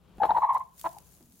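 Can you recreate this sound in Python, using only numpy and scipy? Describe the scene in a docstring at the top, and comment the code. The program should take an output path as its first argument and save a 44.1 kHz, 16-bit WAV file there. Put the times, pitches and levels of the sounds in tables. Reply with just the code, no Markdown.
"""Broody hen in a shed

Close to a straw-lined crate, on a stereo pair of microphones. The hen growls as a hand reaches in:
her throat whistles a trill of short arched notes near 1 kHz, hoarse at first and then clean, then
pulses out one sharp cluck and a few soft notes. Feathers brush, straw ticks, the bedding bumps,
and the crate and the small shed answer over a faint low rumble."""
import sys
import numpy as np
from scipy import signal
from scipy.fft import rfft, irfft
from scipy.io import wavfile
from scipy.ndimage import uniform_filter1d

SR = 44100
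rng = np.random.default_rng(int(sys.argv[2]) if len(sys.argv) > 2 else 0)


def unload_audio(sound):
    """Save the sound as a 16-bit wav file, at the path given as the first command line argument."""
    columns = np.transpose(np.atleast_2d(sound))
    # keep every value between -1 and 1, then stretch to whole-number steps
    steps = np.round(np.clip(columns, -1, 1) * 32767)
    wavfile.write(sys.argv[1], SR, steps.astype(np.int16))


N = 61739

# Throat rasp, heard in the growl and the cluck. Each row: frequency in Hz, relative level in dB.
RASP_SPECTRUM = [(100, -28.5), (250, -25), (450, -9.5), (600, -0.5), (800, 11.5), (1250, 0), (1600, -7.5),
                 (2100, -17), (2700, -24), (3400, -24), (4050, -16.5), (4800, -36), (8000, -53),
                 (16000, -48)]


def undb(db):
    """Decibels to amplitude."""
    return 10 ** (np.asarray(db) / 20)


def unit(x):
    """Scale to rms 1."""
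    return x / np.sqrt(np.mean(x ** 2))


def curve(t, points):
    """Straight lines through (time, value) points."""
    return np.interp(t, *np.array(points).T)


def spectrum(points):
    """Interpolate (Hz, value) points onto the bins of a double-length transform."""
    hz, values = np.array(points).T
    bin_hz = np.arange(N + 1) * SR / (2 * N)
    return np.interp(np.log(bin_hz + 1), np.log(hz), values)


def colour(x, points):
    """Filter by a curve of (Hz, dB) points."""
    return irfft(rfft(x, 2 * N) * undb(spectrum(points)))[..., :N]


def noise(points):
    """Noise of rms 1 with the given spectrum."""
    return unit(colour(rng.standard_normal(N), points))


def smooth(x, seconds):
    """Two moving averages in a row."""
    size = max(int(seconds * SR), 1)
    return uniform_filter1d(uniform_filter1d(x, size), size)


def flutter(seconds):
    """Quick random motion of rms 1."""
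    return unit(smooth(rng.standard_normal(N), seconds))


def pan(db):
    """Stereo gains with the left louder than the right by db."""
    return undb(np.array([[db], [-db]]) / 2)


def spread(make, likeness):
    """Stereo from two draws of a sound; likeness is the correlation of left and right."""
    mid = np.sqrt((1 + likeness) / 2) * make()
    side = np.sqrt((1 - likeness) / 2) * make()
    return np.array([mid + side, mid - side])


def strike(t, start, decay):
    """Sudden onset, exponential fall."""
    return (t >= start) * np.exp(-np.abs(t - start) / decay)


def rumble(t):
    """Low background, a little to the left and stronger while the hen turns."""
    # Each row: time in seconds, level in dB.
    levels = [(0, -64), (.05, -58.5), (.2, -54.5), (.32, -48.5), (.45, -62.5), (.6, -60.5), (.72, -65.5),
              (.9, -58.5), (1.15, -62.5), (1.25, -65), (1.4, -68.5)]
    # Each row: frequency in Hz, relative level in dB.
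    timbre = [(20, -26), (35, -18), (55, 4), (110, -8), (170, 0), (240, -14.5), (400, -14), (700, -18),
              (1200, -22), (2000, -32), (3000, -27.5), (6000, -40.5), (16000, -51.5)]
    return undb(curve(t, levels)) * spread(lambda: noise(timbre), likeness=0.68) * pan(4)


def shed(x, t):
    """The shed answers with a short diffuse tail, the crate's corner with one hollow ring."""
    shed_t60_s, shed_delay_s, shed_db = .38, .02, -20
    crate_t60_s, crate_hz, crate_db = .31, 679, 1
    tail = rng.standard_normal((2, N)) * undb(-60 * t / shed_t60_s) * (t > shed_delay_s)
    tail = undb(shed_db) * unit(tail) / np.sqrt(N)
    fade = undb(-60 * t / crate_t60_s)
    ring = undb(crate_db) * 2 * fade / fade.sum() * np.sin(2 * np.pi * crate_hz * t)
    return signal.fftconvolve(x, tail + ring * pan(5), axes=1)[:, :N]


def crate_walls(voice, t):
    """First reflections off the crate, close enough to beat against the gliding tone."""
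    # Each row: delay in seconds, left gain in dB, right gain in dB.
    reflections = [(.0031, -24, -37), (.0058, -40, -13), (.0094, -10, -29)]
    out = np.zeros((2, N))
    for delay, left_db, right_db in reflections:
        echo = np.interp(t - delay, t, voice, left=0)
        out += np.array([undb(left_db) * echo, undb(right_db) * echo])
    return out


def microphones(voice):
    """The hen reaches the two microphones with a level and phase that vary with frequency."""
    # Each row: frequency in Hz, left over right in dB.
    balance = [(500, -1), (660, 5), (800, 6), (890, 5), (980, -2), (1100, 0), (1500, 0), (2000, -1),
               (3800, -3.5), (8000, 0)]
    # Each row: frequency in Hz, lead of the left in radians.
    lead = [(200, 0), (500, .5), (700, 0), (800, -.15), (900, -.7), (1000, -.5), (1100, -.25), (1400, .2),
            (2000, -.2), (3800, .9), (8000, 0)]
    left_gain = undb(spectrum(balance) / 2) * np.exp(.5j * spectrum(lead))
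    return irfft(rfft(voice, 2 * N) * np.array([left_gain, 1 / left_gain]))[:, :N]


def hand_rub(t):
    """A hand slides over the hen's back with a dull rub."""
    # Each row: time in seconds, level in dB.
    levels = [(0, -78.5), (1.05, -81.5), (1.19, -72.5), (1.215, -58), (1.28, -64), (1.4, -66)]
    # Each row: frequency in Hz, relative level in dB.
    timbre = [(60, -14.5), (150, -1.5), (225, 1), (330, -8), (500, -22.5), (900, -28), (3000, -52.5),
              (16000, -57.5)]
    return undb(curve(t, levels)) * noise(timbre)


def nest_bumps(t):
    """Soft knocks against the nest die quickly in the bedding."""
    # Each row: start in seconds, level in dB, decay in seconds.
    knocks = [(.183, -39, 0.0065), (1.208, -53, 0.0069)]
    # Each row: frequency in Hz, relative level in dB.
    timbre = [(40, -9), (170, 4), (300, -2.5), (500, -17.5), (800, -4.5), (1300, -24), (4000, -47.5),
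              (16000, -49)]
    return noise(timbre) * sum(undb(db) * strike(t, start, decay) for start, db, decay in knocks)


def straw(t):
    """Dry stalks tick to either side as the hen shifts."""
    # Each row: start in seconds, level in dB, decay in seconds, left over right in dB.
    ticks = [(0.255, -54.5, 0.0091, 8.5), (0.381, -53.5, 0.0026, -5), (0.532, -56, 0.018, -1),
             (.544, -53.5, 0.008, 2), (0.58, -51, 0.003, -7), (.597, -54, .0015, -8),
             (0.795, -42.5, 0.0028, -2), (.8135, -34.5, 0.0011, 3), (0.891, -50, 0.0022, 9.5),
             (.985, -42.5, 0.0019, -3.5), (1.227, -54, 0.00092, 11.5), (1.322, -55, 0.0035, 2.5)]
    # Each row: frequency in Hz, relative level in dB.
    timbre = [(300, -23), (1000, -16.5), (2000, -6), (4500, 0), (7000, -1), (11000, 4), (16000, -6)]
    envelope = sum(undb(db) * strike(t, start, decay) * pan(side) for start, db, decay, side in ticks)
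    return envelope * spread(lambda: noise(timbre), likeness=0.2)


def feathers(t):
    """Under the hand, barbs slide past one another in a dense spray of tiny clicks."""
    # Each row: time in seconds, level in dB.
    levels = [(0, -79), (.15, -77.5), (.25, -62), (.32, -65.5), (.38, -59.5), (.49, -70), (.55, -62),
              (.63, -69), (.70, -72.5), (.75, -65), (.80, -50.5), (.88, -56), (.96, -58.5), (1.04, -61.5),
              (1.11, -59), (1.27, -64), (1.33, -64), (1.4, -59)]
    # Each row: frequency in Hz, relative level in dB.
    timbre = [(900, -12), (1500, -8), (2800, -10.5), (4400, -5), (5500, -4), (6900, 1.5), (8200, -3),
              (10600, 1), (15500, -1.5)]

    def grains():
        spray = rng.standard_normal(N) * np.exp(0.38 * flutter(0.0014))
        return unit(colour(spray, timbre))
    return undb(curve(t, levels)) * spread(grains, likeness=0.17) * pan(2.5)


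def murmurs(t):
    """Quiet, nearly pure notes with the beak closed, just after the cluck."""
    # Each row: start in seconds, length in seconds, pitch in Hz, level in dB.
    notes = [(0.875, 0.03, 668, -44.5), (0.925, 0.011, 702.5, -50.5), (0.939, 0.03, 903, -50.5),
             (0.965, 0.0078, 855.5, -40), (0.973, 0.011, 837, -43)]
    jitter = 0.02
    out = np.zeros(N)
    for start, length, hz, db in notes:
        phase = 2 * np.pi * np.cumsum(hz * (1 + jitter * flutter(0.0031))) / SR
        arch = np.sin(np.pi * np.clip((t - start) / length, 0, 1))
        out += undb(db) * arch * np.sin(phase)
    return out


def cluck(t):
    """Quickening pulses and a little air ring the throat; the cluck swells, cracks and is cut short."""
    # Throat resonances. Each row: frequency in Hz, relative gain in dB.
    throat = [(100, -19), (320, -22), (480, -21), (660, -13), (860, 0.5), (1050, -2.5), (1250, -17.5),
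              (1650, -24.5), (2300, -32), (3300, -42), (4300, -42), (5500, -56), (16000, -72)]
    start_s, rise_s, fall_s, onset_level = .8425, .027, .0045, 0.388
    start_hz, climb_hz_per_s, jitter = 316, 1300, 0.056
    air_db, ring_hz = -7.5, 882.7
    crack_s, crack_width_s = .860, .006
    age = np.clip(t - start_s, 0, rise_s)
    pulse_hz = (start_hz + climb_hz_per_s * age) * (1 + jitter * flutter(0.0021))
    pulses = np.diff(np.floor(np.cumsum(pulse_hz) / SR), prepend=0)
    voice = unit(colour(pulses - pulses.mean(), throat)) + undb(air_db) * noise(throat)
    # The crate rings with a tone between the harmonics, swelling up to the peak.
    voice += undb(-2) * (age / rise_s) ** 2 * np.sin(2 * np.pi * ring_hz * t)
    swell = (t > start_s) * (onset_level + (1 - onset_level) * age / rise_s)
    release = np.exp(-np.maximum(t - start_s - rise_s, 0) / fall_s)
    crack = np.exp(-((t - crack_s) / crack_width_s) ** 2) * noise(RASP_SPECTRUM)
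    return undb(-26.5) * smooth(swell * release, seconds=.001) * voice + undb(-35) * crack


def growl(t):
    """One whistling tone arches in pitch and level on each note; hoarse notes flutter, rasp, rattle."""
    # The trill; a note lasts until the next starts. Each row: start in seconds, top pitch in Hz,
    # level in dB before filtering, roughness (1 is full), closure at the note's ends (1 is shut).
    notes = [(.201, 866.4, -22.5, 0.06, 0.91), (0.214, 845, -15, 0.12, 0.8), (.231, 900.4, -17.5, 1.1, 0.8),
             (.238, 881.7, -13, 0.3, 0.6), (0.247, 862.2, -18.5, 0.5, 0.9), (0.261, 873.4, -27.5, 0.4, 0.5),
             (.273, 1062, -32.5, 0, 0.8), (0.29, 923, -15.5, .12, .7), (0.305, 908.6, -15, 0.5, 0.8),
             (.311, 919, -14, 0.1, 1), (0.324, 879, -34, 0.4, 0.7), (.345, 1005, -18.5, .12, 1),
             (0.363, 956.5, -14.5, 0.23, 0.7), (.380, 923, -17, .25, 1), (.391, 935, -35, .2, .8),
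             (0.4, 1053, -31, 0.3, 1), (0.419, 1130, -17.5, 0.1, 0), (0.433, 1021, -14.5, 0.1, .2),
             (.453, 1106, -26.5, .1, 0.1), (0.473, 1151, -25, 0, 0.5), (0.491, 1107, -15.5, 0.08, .1),
             (.510, 1096, -20.5, 0, 0.1), (.529, 1065, -28, 0.2, 0.8), (0.548, 1045, -16.5, .07, 0.2),
             (0.564, 1111, -20, 0.2, 1), (0.578, 998.3, -61.5, .1, .9), (0.589, 1042, -35.5, 0.1, 1),
             (0.603, 1073, -24, .04, 0.9), (0.619, 1072, -39, 0.01, 1)]
    # Each row: multiple of the pitch, level in dB against the fundamental.
    overtones = [(2, -30), (3, -44.5)]
    # The throat weakens the tone's lowest swings. Each row: frequency in Hz, gain in dB.
    throat = [(200, -29), (450, -14), (680, -0.5), (16000, -2)]
    # Low rattle of the deeper, hoarser notes. Each row: frequency in Hz, relative level in dB.
    chest = [(80, -25), (170, -11), (260, -8), (380, -6), (490, 6.5), (590, -9), (690, 2), (900, -15),
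             (1500, -31.5), (16000, -69.5)]
    end_s, swell_s, slew_s = .635, .004, .0022
    pitch_sag, jitter, shimmer, blur_rad = .25, 0.12, 0.19, .5
    beak_hz, beak_db_per_octave = 945, -13  # the tone weakens above this pitch
    chest_hz, chest_db_per_octave = 883, -59  # the rattle drops away above this one

    starts, top_hz, db, roughness, closure = np.array(notes).T
    position = np.interp(t, np.append(starts, end_s), np.arange(len(starts) + 1))
    note = np.minimum(position.astype(int), len(starts) - 1)
    progress = position - note  # 0 to 1 through each note
    arch = np.abs(np.sin(np.pi * progress)) ** .9
    opening = (1 - closure[note] + closure[note] * arch) * (t > starts[0]) * (t < end_s)
    envelope = smooth(undb(db)[note], swell_s) * smooth(opening, slew_s)
    hoarse = np.abs(smooth(np.clip(roughness, 0, 1)[note], slew_s))

    pitch = smooth(top_hz[note] * (1 - pitch_sag * np.abs(2 * progress - 1) ** 2.2), slew_s)
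    phase = 2 * np.pi * np.cumsum(pitch * (1 + jitter * hoarse * flutter(0.0015))) / SR
    tone = np.sin(phase)
    for multiple, level in overtones:
        tone += undb(level) * np.sin(multiple * phase + blur_rad * flutter(.0016))
    beak_gain = undb(beak_db_per_octave * np.maximum(np.log2(pitch / beak_hz), 0))
    tremble = 1 + shimmer * hoarse * flutter(0.0017)
    whistle = colour(envelope * beak_gain * tone * tremble, throat)

    rasp = undb(-2) * hoarse ** 1.2 * noise(RASP_SPECTRUM)
    octaves_up = np.maximum(np.log2(top_hz[note] / chest_hz), 0)
    chest_gain = smooth(undb(-9 + chest_db_per_octave * octaves_up), swell_s)
    rattle = chest_gain * hoarse * noise(chest)
    return whistle + envelope * (rasp + rattle)


def scene():
    """The hen and her nest up close, with the shed and the rumble behind."""
    t = np.arange(N) / SR
    voice = growl(t) + cluck(t) + murmurs(t)
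    hen = microphones(voice) + crate_walls(voice, t)
    near = hen + feathers(t) + straw(t) + nest_bumps(t) + hand_rub(t)
    return near + shed(near, t) + rumble(t)


def record(dry):
    """The recorder cuts the top treble with a steep low-pass."""
    top_hz = 15850
    return signal.sosfilt(signal.ellip(10, .2, 70, top_hz, fs=SR, output="sos"), dry)


dry = scene()
out = record(dry)
unload_audio(out)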